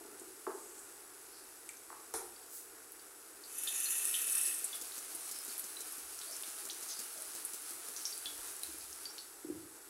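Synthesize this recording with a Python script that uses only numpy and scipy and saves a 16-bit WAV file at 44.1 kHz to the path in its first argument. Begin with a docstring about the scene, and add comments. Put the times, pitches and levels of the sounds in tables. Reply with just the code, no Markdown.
"""Mushrooms fry in a pan on a gas cooker, close to one mono microphone in a small kitchen: random tiny bursts
fizz over coloured flame noise. Things are put down on the worktop as ringing double knocks. The pan's lid is
lifted and its condensation hisses fiercely through shifting resonances for a second. The open pan sizzles,
spits, pops and squeals in noise bursts and short tones; a glass of seasoning is shaken over it as clumps of
grainy noise, and the lid goes back on with a dull double bump."""
import sys
import numpy as np
from scipy import signal
from scipy.fft import rfft, irfft, next_fast_len
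from scipy.io import wavfile
from scipy.ndimage import map_coordinates

SR = 44100
rng = np.random.default_rng(int(sys.argv[2]) if len(sys.argv) > 2 else 0)


def file_out(sig):
    """Save sig as 16-bit WAV at sys.argv[1]."""
    # one column per channel
    cols = np.atleast_2d(sig).T
    # limit, then scale
    lim = np.clip(cols, -1, 1)
    pcm = np.round(lim * 32767).astype(np.int16)
    wavfile.write(sys.argv[1], SR, pcm)


N = 436149


def amp(db):
    """Decibels to gain."""
    return 10 ** (np.asarray(db) / 20)


def unit(x):
    """Scale to rms 1."""
    return x / np.sqrt(np.mean(x ** 2) + 1e-20)


def crest(x):
    """Scale to peak 1."""
    return x / (np.abs(x).max() + 1e-20)


def along(points, hz):
    """(Hz, value) points read on a log frequency axis."""
    f, v = np.transpose(points)
    return np.interp(np.log(hz + 1), np.log(f + 1), v)


def wobble(rate):
    """A smooth random curve, rate knots a second."""
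    knots = rng.standard_normal(int(N * rate / SR) + 4)
    return map_coordinates(knots, [np.arange(N) * rate / SR])


def swell(times):
    """A gain that rises from 0 to 1, holds and falls back, turning at four times."""
    return np.interp(np.arange(N) / SR, np.sort(times), [0, 1, 1, 0])


def filtered(x, response):
    """x times a response of frequency."""
    m = next_fast_len(len(x) + 8192)
    return irfft(rfft(x, m) * response(np.fft.rfftfreq(m, 1 / SR)), m)[:len(x)]


def coloured(x, spectrum):
    """x through a (Hz, dB) spectrum."""
    return filtered(x, lambda f: amp(along(spectrum, f)))


def band(x, hz, octaves):
    """x through a bell-shaped band whose standard deviation is given in octaves."""
    return filtered(x, lambda f: np.exp(-.5 * (np.log2((f + 1) / hz) / octaves) ** 2))


def resonate(x, modes):
    """x through (Hz, width Hz, dB) damped resonances, added with alternating signs."""
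    def response(f):
        total = 0
        for k, (centre, width, db) in enumerate(modes):
            damping = 1j * f * width
            total = total + (-1) ** k * amp(db) * damping / (centre * centre - f * f + damping)
        return total
    return filtered(x, response)


def bells(x, modes):
    """x through steep-sided (Hz, width Hz, dB) resonances."""
    return filtered(x, lambda f: sum(amp(db) * np.exp(-2 * ((f - hz) / width) ** 2) for hz, width, db in modes))


def decay(t, t60):
    """An exponential that falls by 60 dB in t60 seconds."""
    return np.exp(-np.log(1000) * t / t60)


def burst(t60):
    """A quarter second that starts with dying noise."""
    t = np.arange(SR // 4) / SR
    return rng.standard_normal(len(t)) * decay(t, t60)


def add(track, s, sound):
    """Mix a sound in at time s."""
    part = track[max(round(s * SR), 0):][:len(sound)]
    part += sound[:len(part)]


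def crackle(rate, spread_db):
    """Tiny bubbles bursting at random, rate a second, of log-normal sizes."""
    sizes = amp(spread_db * np.clip(rng.standard_normal(N), -3, 2.5))
    return (rng.random(N) < rate / SR) * sizes * rng.choice([-1, 1], N)


def kitchen(x, wet_db):
    """x with the answer of tiles and walls, from a fresh random tail every fifth of a second;
    each frequency dies at its own speed."""
    # reverberation of the small room: f/Hz, t60/s
    room_decay = [(150, 0.69), (500, 0.71), (1500, 0.39), (5000, 0.33), (12000, 0.5)]
    out, step = x.copy(), SR // 5
    for start in range(0, N, step):
        part = x[start:start + step]
        if np.abs(part).max() > 1e-6:  # silence needs no answer
            hz, t, z = signal.stft(rng.standard_normal(SR // 2), SR, nperseg=256)
            fading = z * decay(t, along(room_decay, hz)[:, None])
            tail = signal.istft(fading, SR, nperseg=256)[1]
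            answer = signal.fftconvolve(part, tail / np.linalg.norm(tail))
            add(out, start / SR + .004, amp(wet_db) * answer)
    return out


def echoed(x):
    """x with its close reflections, whose paths shift a little as lid and arm move."""
    # reflections off pan and cooker: delay/s, gain (linear)
    reflections = [(.0012, 0.12), (.0024, 0.28), (.0039, .22)]
    now, stretch = np.arange(N), 1 + 0.022 * wobble(2.5)
    return x + sum(gain * map_coordinates(x, [now - delay * stretch * SR]) for delay, gain in reflections)


def cooker():
    """Gas flames rush steadily while the covered pans fizz and ring faintly over an electrical hum."""
    # spectrum of the gas flames: f/Hz, density/dB per Hz
    flame_spectrum = [(20, -24), (45, -16), (75, -22.5), (125, -17.5), (175, -28), (215, -15.5), (265, -12),
                      (295, -2), (410, -1.5), (495, -5.5), (570, -12), (850, -7), (1000, -10.5), (1400, -6),
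                      (2400, -17), (4000, -50)]
    # spectrum of the covered pans: f/Hz, density/dB per Hz
    simmer_spectrum = [(1200, -58), (2000, -15.5), (2750, -8), (3100, -11), (4200, -8.5), (4800, -6.5),
                       (6300, -5.5), (8500, -5.5), (10500, -3.5), (12000, -4.5), (14000, -11.5),
                       (15800, -15)]
    # resonances of the covered pans: f/Hz, width/Hz, level/dB
    pan_modes = [(5440, 180, -15), (6890, 160, -6), (7920, 190, 1.5), (9110, 290, -0.5), (10310, 530, -2.5),
                 (11520, 170, -2.5), (12800, 220, -5)]
    # faint electrical hum: f/Hz, rms level/dB
    hum_tones = [(49, -91), (100, -89.5)]
    flames = unit(coloured(rng.standard_normal(N), flame_spectrum)) * amp(-61.0 + 0.79 * wobble(8.3))
    bubbles = kitchen(crackle(rate=10000, spread_db=6.5), wet_db=-6)
    ring = resonate(rng.standard_normal(N), pan_modes)
    fizz = unit(coloured(unit(bubbles) + amp(-4.5) * unit(ring), simmer_spectrum))
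    hum = np.zeros(N)
    for hz, db in hum_tones:
        phase = 2 * np.pi * hz * np.arange(N) / SR + 0.58 * wobble(8.8)
        hum += amp(db) * unit(np.sin(phase))
    return flames + fizz * amp(-55.0 + 0.31 * wobble(2.87)) + hum


def worktop():
    """A thing lands on its edge, comes down flat and rebounds once; the board sounds, hard things clack and ring."""
    # things put down, levels before the room and track gains: t/s, edge level/dB, flat level/dB,
    # hard clack level/dB, edge centre f/Hz, rebound delay/s, rebound loss/dB
    knocks = [(0.008, -44, -56, -85, 365, 0.041, 1), (0.214, -45, -49, -80, 330, 0.021, 10),
              (0.466, -30.5, -29, -70, 1230, 0.037, 7), (1.901, -39, -49, -58, 1330, 0.025, 1.5),
              (2.139, -39.5, -37.5, -27, 1010, 0.011, 0)]
    # resonances of the board: f/Hz, width/Hz, level/dB
    board_modes = [(239, 62, -13), (372, 75, 5), (437, 79, 2), (720, 190, -6), (893, 70, -1),
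                   (1100, 120, 0), (1320, 230, -3.5), (1610, 330, -9)]
    # spectrum of a hard clack: f/Hz, density/dB per Hz
    clack_spectrum = [(590, -36), (1000, -20), (1410, -4), (1950, -15), (2300, -8), (2830, -24),
                      (3290, -13), (6270, -8), (6720, -12), (10700, 1.5), (15800, -31)]
    # ring of the hard thing itself: f/Hz, width/Hz, level/dB
    hard_modes = [(401, 30, -0.5), (444, 35, 4.5), (742, 12, 7), (803, 11, 0), (921, 21, 2), (1340, 11, -1),
                  (1448, 9.9, -2)]
    flat_after_s, flat_hz = 0.00591, 460  # the base follows the edge with a duller knock
    clack_loss_db = 12  # lost from the clack by the rebound
    snap_db, ring_db, boom_db = -1, -7, -35  # relative to the clack, before the track gains
    board, clack, snap = np.zeros(N), np.zeros(N), np.zeros(N)
    for s, edge_db, flat_db, clack_db, edge_hz, rebound, loss_db in knocks:
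        contacts = [(0, edge_db, edge_hz), (flat_after_s, flat_db, flat_hz), (rebound, edge_db - loss_db, edge_hz)]
        for delay, db, hz in contacts:
            push = amp(-35) * burst(t60=0.054)  # faint dying noise around one sharp push
            push[round(.001 * SR)] += 1
            add(board, s + delay, amp(db) * crest(band(resonate(push, board_modes), hz, octaves=0.82)))
        for delay, db in [(0, clack_db), (rebound, clack_db - clack_loss_db)]:
            add(clack, s + delay, amp(db) * crest(coloured(burst(t60=0.03), clack_spectrum)))
        # the dry snap of first contact, the hard thing's ring and the cupboard's boom
        add(snap, s + 0.0012, amp(clack_db + snap_db) * crest(band(burst(t60=0.008), 9500, octaves=1.0)))
        hard_ring = resonate(signal.unit_impulse(SR // 4), hard_modes)
        add(board, s, amp(clack_db + ring_db) * crest(hard_ring))
        add(board, s, amp(clack_db + boom_db) * crest(band(burst(t60=0.18), 45, octaves=0.98)))
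    return amp(0.5) * kitchen(board, wet_db=-0.5) + kitchen(clack, wet_db=7.5) + snap


def spits():
    """Sharp high ticks, from spitting fat or seasoning grains, each with a short spray that swells and dies."""
    # sharp high ticks: spits of fat, and grains of seasoning at the shaker's strokes:
    # t/s, peak level before the room/dB, centre f/Hz, spray relative to tick/dB
    sharp_ticks = [(0.197, -37, 8250, -9), (0.791, -38, 8250, -12), (1.691, -30, 7900, -14),
                   (2.9204, -34, 11800, -16), (3.5838, -27, 9900, -12), (3.636, -23.5, 11300, -14),
                   (3.803, -26, 9800, -9), (3.8442, -26, 10100, -14), (3.9644, -28, 10200, -4),
                   (4.0538, -17, 9800, -18), (4.2436, -24, 9600, -20), (4.2794, -24, 10200, -24),
                   (4.4138, -17, 9400, -21), (4.435, -25, 10200, -16), (4.469, -20, 9500, -17),
                   (4.6426, -24.5, 9200, -7), (4.7525, -32, 10100, -2), (5.1489, -30, 10100, 0),
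                   (5.199, -32, 10000, -24), (5.388, -28, 10100, -22), (5.4497, -31, 10900, -22),
                   (5.5799, -26, 10800, -12), (5.5952, -25, 10500, -12), (5.9227, -29, 10300, -15),
                   (6.19, -33, 6000, -16), (6.366, -31, 6760, -24), (6.425, -25, 10000, -22),
                   (6.502, -34, 7500, -24), (7.2217, -28, 10200, -20), (7.45, -25, 10000, -9.5),
                   (7.7071, -31, 9500, -20), (7.7984, -38, 9500, -20), (7.8857, -28, 10100, -18),
                   (8.1775, -30, 9200, -18), (8.5652, -34, 10200, -24), (8.634, -26, 10100, -17),
                   (8.7852, -31, 10800, -17), (8.929, -33, 5900, -26)]
    out, t = np.zeros(N), np.arange(SR // 4) / SR
    for s, db, hz, spray_db in sharp_ticks:
        spray = burst(t60=0.08) * (1 - np.exp(-t / 0.00089))
        tick = burst(t60=0.0054)
        add(out, s, amp(db) * crest(band(tick + amp(spray_db) * spray, hz, octaves=0.23)))
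    return kitchen(out, wet_db=-10)


def rubs():
    """Soft swells of friction, fizz and moving air: noise bands under bell-shaped envelopes."""
    # rubs, fizzes and puffs: centre t/s, envelope deviation/s, centre f/Hz, width/octaves,
    # rms level at the envelope's top, before the room/dB
    brushes = [(0.69, 0.17, 8050, 0.25, -58.5), (1.36, 0.045, 4900, 0.23, -63),
               (2.56, 0.038, 10300, 0.76, -48), (6.06, .035, 70, 0.3, -73), (6.295, 0.02, 634, 0.16, -60.5),
               (7.182, 0.017, 660, 0.16, -60.5), (6.916, 0.019, 5450, 0.44, -45),
               (8.386, 0.053, 47.7, .6, -68), (8.799, 0.087, 67.2, .22, -68)]
    out, t = np.zeros(N), np.arange(N) / SR
    for s, length, hz, octaves, db in brushes:
        envelope = np.exp(-.5 * ((t - s) / length) ** 2)
        out += amp(db) * envelope * unit(band(rng.standard_normal(N), hz, octaves))
    return kitchen(out, wet_db=-4.5)


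def pops():
    """A click, a brief sagging ring and a splutter sound the room together, mostly as a large bubble cracks open."""
    # large bubbles, and one broad click at 1.691 s: t/s, peak level before the room and final gain/dB,
    # starting pitch f/Hz, ring relative to click/dB, ring t60/s, splutter relative to click/dB
    clicks_and_bubbles = [(1.691, -42.5, 2310, -5, 0.027, -14), (1.77, -45, 6300, -4, .01, -10),
                          (2.361, -50, 4610, -3, .03, -10), (2.995, -50, 4700, 0, 0.019, -5),
                          (3.437, -45.5, 4430, -3, .02, -1), (3.674, -30, 3560, -4, .02, -2),
                          (3.858, -34.5, 4280, -5, 0.088, 1), (4.142, -28, 3130, -17, .02, -1.5),
                          (4.453, -35.5, 4730, -15, .01, -3), (4.729, -38, 3440, -5.5, .1, -3.5),
                          (4.921, -38.5, 4400, -16, .02, -12), (5.497, -41.5, 4530, -3, .02, -10),
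                          (5.768, -40.5, 3990, 0, .03, -16), (6.214, -37, 3900, -12, .02, -9),
                          (6.325, -35.5, 5320, -9, 0.13, -3), (6.435, -36, 3650, -12, .02, -22),
                          (6.699, -31, 3870, -14, 0.04, -9), (6.706, -37, 5700, -8, .02, -1),
                          (7.964, -32, 6100, -14, .01, -4), (8.015, -40, 5300, -6, .02, -8),
                          (8.053, -27.5, 5600, -5, 0.04, -1), (8.125, -38.5, 4670, -4, .03, -4),
                          (8.258, -27.5, 3450, -16, .17, -10), (8.634, -35, 4000, -2, 0.014, -22),
                          (8.81, -42, 4800, -12, 0.0098, -10), (9.055, -32.5, 4646, -6.5, 0.07, -12),
                          (9.182, -34.5, 4200, -10, .01, -18), (9.189, -38, 4480, -1, 0.036, -1)]
    sag_per_s = 0.39  # share of its starting pitch that the ring loses in a second
    out, t = np.zeros(N), np.arange(SR // 4) / SR
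    for s, db, hz, ring_db, t60, splutter_db in clicks_and_bubbles:
        tone = np.sin(2 * np.pi * hz * t * (1 - sag_per_s * t / 2))
        ring = tone * decay(t, t60) * (1 - np.exp(-t / 0.0014))
        click = crest(band(burst(t60=0.0049), hz, octaves=0.38))
        splutter = crest(band(burst(t60=0.1), hz, octaves=0.19))
        add(out, s, amp(db) * crest(click + amp(ring_db) * crest(ring) + amp(splutter_db) * splutter))
    return amp(1.0) * kitchen(out, wet_db=-3.0)


def open_pan():
    """Countless small bubbles burst in the fat under the mushrooms, some ticking sharply; the lid shuts them in."""
    # the lid is off: starts to lift t/s, clear t/s, starts to lower t/s, shut t/s
    lid_times = (3.35, 3.8, 8.601, 9.6)
    # spectrum of the open pan: f/Hz, density/dB per Hz
    sizzle_spectrum = [(350, -47), (520, -30), (630, -9), (800, -10.5), (980, -11.5), (1320, -4.5),
                       (1970, -10), (2520, -8.5), (3270, -10.5), (4370, -6.5), (7450, -5), (10100, 1.5),
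                       (14500, -12), (15800, -13.5)]
    bubbles = crackle(rate=12000, spread_db=7.0) * amp(1.5 * wobble(25))
    bed = unit(coloured(kitchen(bubbles, wet_db=-1.5), sizzle_spectrum))
    ticks = unit(band(crackle(rate=450, spread_db=6.5), 9000, octaves=0.39))
    return amp(-47.5) * swell(lid_times) * (bed + amp(-10) * ticks)


def flash():
    """Water from the lid boils off in spurts and spreads, so the hiss shifts among resonances and sounds hollow."""
    # condensation off the tilted lid: first drops t/s, full flow t/s, slackens t/s, boiled off t/s
    flow_times = (3.43, 3.8, 4.48, 4.7)
    # resonances the hiss excites as the water spreads: f/Hz, width/Hz, early level/dB, late level/dB
    hiss_modes = [(5450, 230, -16, -11), (5990, 200, -7, -12), (6300, 270, -6, -12), (6800, 150, -1.5, -9),
                  (7100, 130, -2, -14), (7570, 140, -3, -13), (8000, 190, -17, -1), (8480, 380, -6, 0),
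                  (9590, 260, -2, 0.5), (10040, 320, 0.5, 0.5), (10650, 280, -1, -2), (10900, 120, -7, -5),
                  (11400, 280, -4, -3), (12070, 450, -7, -7), (12400, 150, -11, -9), (12900, 150, -11, -10),
                  (13200, 180, -14, -11)]
    # spectrum of the plain rush of steam: f/Hz, density/dB per Hz
    steam_spectrum = [(2710, -50), (4600, -28), (5300, -17), (6200, -13), (7400, -13), (9100, -8),
                      (10000, 3), (11800, -3), (13200, -10), (14000, -13), (15800, -16)]
    # hollow resonances around the boiling water: f/Hz, width/Hz, level/dB
    hollow_modes = [(1370, 91, 2.5), (1830, 86, 3), (2614, 154, 3), (3070, 150, -2), (3580, 270, -3),
                    (4440, 110, -5)]
    hiss_db, boil_db = -37, -50.5  # rms at full flow
    steam_db = -9  # the plain rush under its resonances
    boil_grows = 1.2  # boiling goes as this power of the flow
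    flow = swell(flow_times)
    spray = crackle(rate=3700, spread_db=4.5) * amp(2.5 * wobble(110) + 0.5 * wobble(14))
    spray = kitchen(echoed(spray), wet_db=-2.5)
    spread = np.interp(np.arange(N) / SR, flow_times[1:3], [0, 1]) + 0.2 * wobble(9)
    early = bells(spray, [(hz, width, db) for hz, width, db, _ in hiss_modes])
    late = bells(spray, [(hz, width, db) for hz, width, _, db in hiss_modes])
    ringing = unit(early + np.clip(spread, 0, 1) * (late - early))
    steam = unit(coloured(spray, steam_spectrum))
    hiss = amp(hiss_db) * flow * unit(ringing + amp(steam_db) * steam)
    boiling = resonate(kitchen(crackle(rate=4000, spread_db=6.0), wet_db=-6.5), hollow_modes)
    return hiss + amp(boil_db) * flow ** boil_grows * unit(band(boiling, 2750, octaves=0.76))


def shaker():
    """On each stroke the seasoning thumps against the end of the glass and grains scatter in two quick clumps."""
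    # strokes of the glass: t/s, grain level relative to grains_db/dB
    strokes = [(4.279, -1), (4.474, 4), (4.642, -7), (4.812, 1), (4.978, -0.5), (5.149, -10), (5.312, 1.5),
               (5.479, -2.5), (5.64, -2), (5.805, -0.5), (5.981, -6), (6.31, -5), (6.479, -6), (6.652, 0),
               (6.826, -1), (6.991, 1), (7.175, -6), (7.35, -2.5), (7.534, 2), (7.707, -7), (7.886, -5)]
    grains_db, thump_db = -32.5, -52  # peaks before the room
    clumps = [(0, 0), (.008, -3)]  # delay/s, level/dB: the slower grains land just behind the first
    out, t = np.zeros(N), np.arange(SR // 4) / SR
    for s, db in strokes:
        add(out, s, amp(thump_db) * crest(band(burst(t60=0.11), 367, octaves=0.57)))
        for delay, clump_db in clumps:
            grains = burst(t60=0.036) * (1 - np.exp(-t / 0.00088))
            add(out, s + delay, amp(grains_db + db + clump_db) * crest(band(grains, 8000, octaves=0.67)))
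    return kitchen(out, wet_db=-15)


def squeals():
    """Steam escaping from under the mushrooms sings a brief, rough note that glides as its gap changes."""
    # squeals: t/s, length/s, first f/Hz, last f/Hz, level before the arch and the room/dB
    steam_notes = [(5.17, .11, 9940, 7800, -52), (5.307, 0.14, 5230, 5130, -54.5),
                   (6.247, 0.076, 4400, 4720, -55.5), (6.86, 0.096, 6650, 6000, -50),
                   (6.938, .1, 4920, 4680, -52), (9.083, .05, 5300, 5700, -55)]
    unsteadiness_hz = 700  # random knots a second in each quadrature part
    out = np.zeros(N)
    for s, length, first_hz, last_hz, db in steam_notes:
        u = np.linspace(0, 1, round(length * SR))
        knots = rng.standard_normal((2, SR // 10))
        a, b = (map_coordinates(row, [u * length * unsteadiness_hz]) for row in knots)
        phase = 2 * np.pi * np.cumsum(first_hz + (last_hz - first_hz) * u) / SR
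        rough_note = unit(a * np.sin(phase) + b * np.cos(phase))
        add(out, s, amp(db) * np.sin(np.pi * u) * rough_note)
    return kitchen(out, wet_db=-8)


def lid():
    """The lid lands softly, rocks and settles: its low modes ring and the cooker booms faintly."""
    # the soft rim meets the pan: t/s, peak level before the room and track gains/dB
    bumps = [(8.687, -49.5), (8.742, -53), (9.446, -36), (9.485, -40), (9.499, -30.5), (9.548, -46),
             (9.57, -45)]
    # low modes of the lid: f/Hz, width/Hz, level/dB
    lid_modes = [(316, 47, 16), (387, 94, -2)]
    blows, booms = np.zeros(N), np.zeros(N)
    push = np.zeros(SR // 4)
    push[round(.006 * SR)] = 1  # leaves room for the band filter, which also sounds ahead of the push
    ring = crest(band(resonate(push, lid_modes), 355, octaves=0.52))
    for s, db in bumps:
        add(blows, s - .004, amp(db) * ring)
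        add(booms, s + 0.0087, amp(db) * crest(band(burst(t60=0.64), 106, octaves=0.6)))
    return amp(-1.0) * kitchen(blows, wet_db=-6.5) + amp(-24.5) * booms


def scene():
    """Everything reaches one microphone, alike on both channels."""
    mono = cooker() + worktop() + spits() + rubs() + pops()
    mono += open_pan() + flash() + shaker() + squeals() + lid()
    return np.array([mono, mono])


def record(dry):
    """The recorder keeps nothing above its band limit."""
    top_hz = 15800
    return np.array([filtered(channel, lambda f: f < top_hz) for channel in dry])


dry = scene()
out = record(dry)
file_out(out)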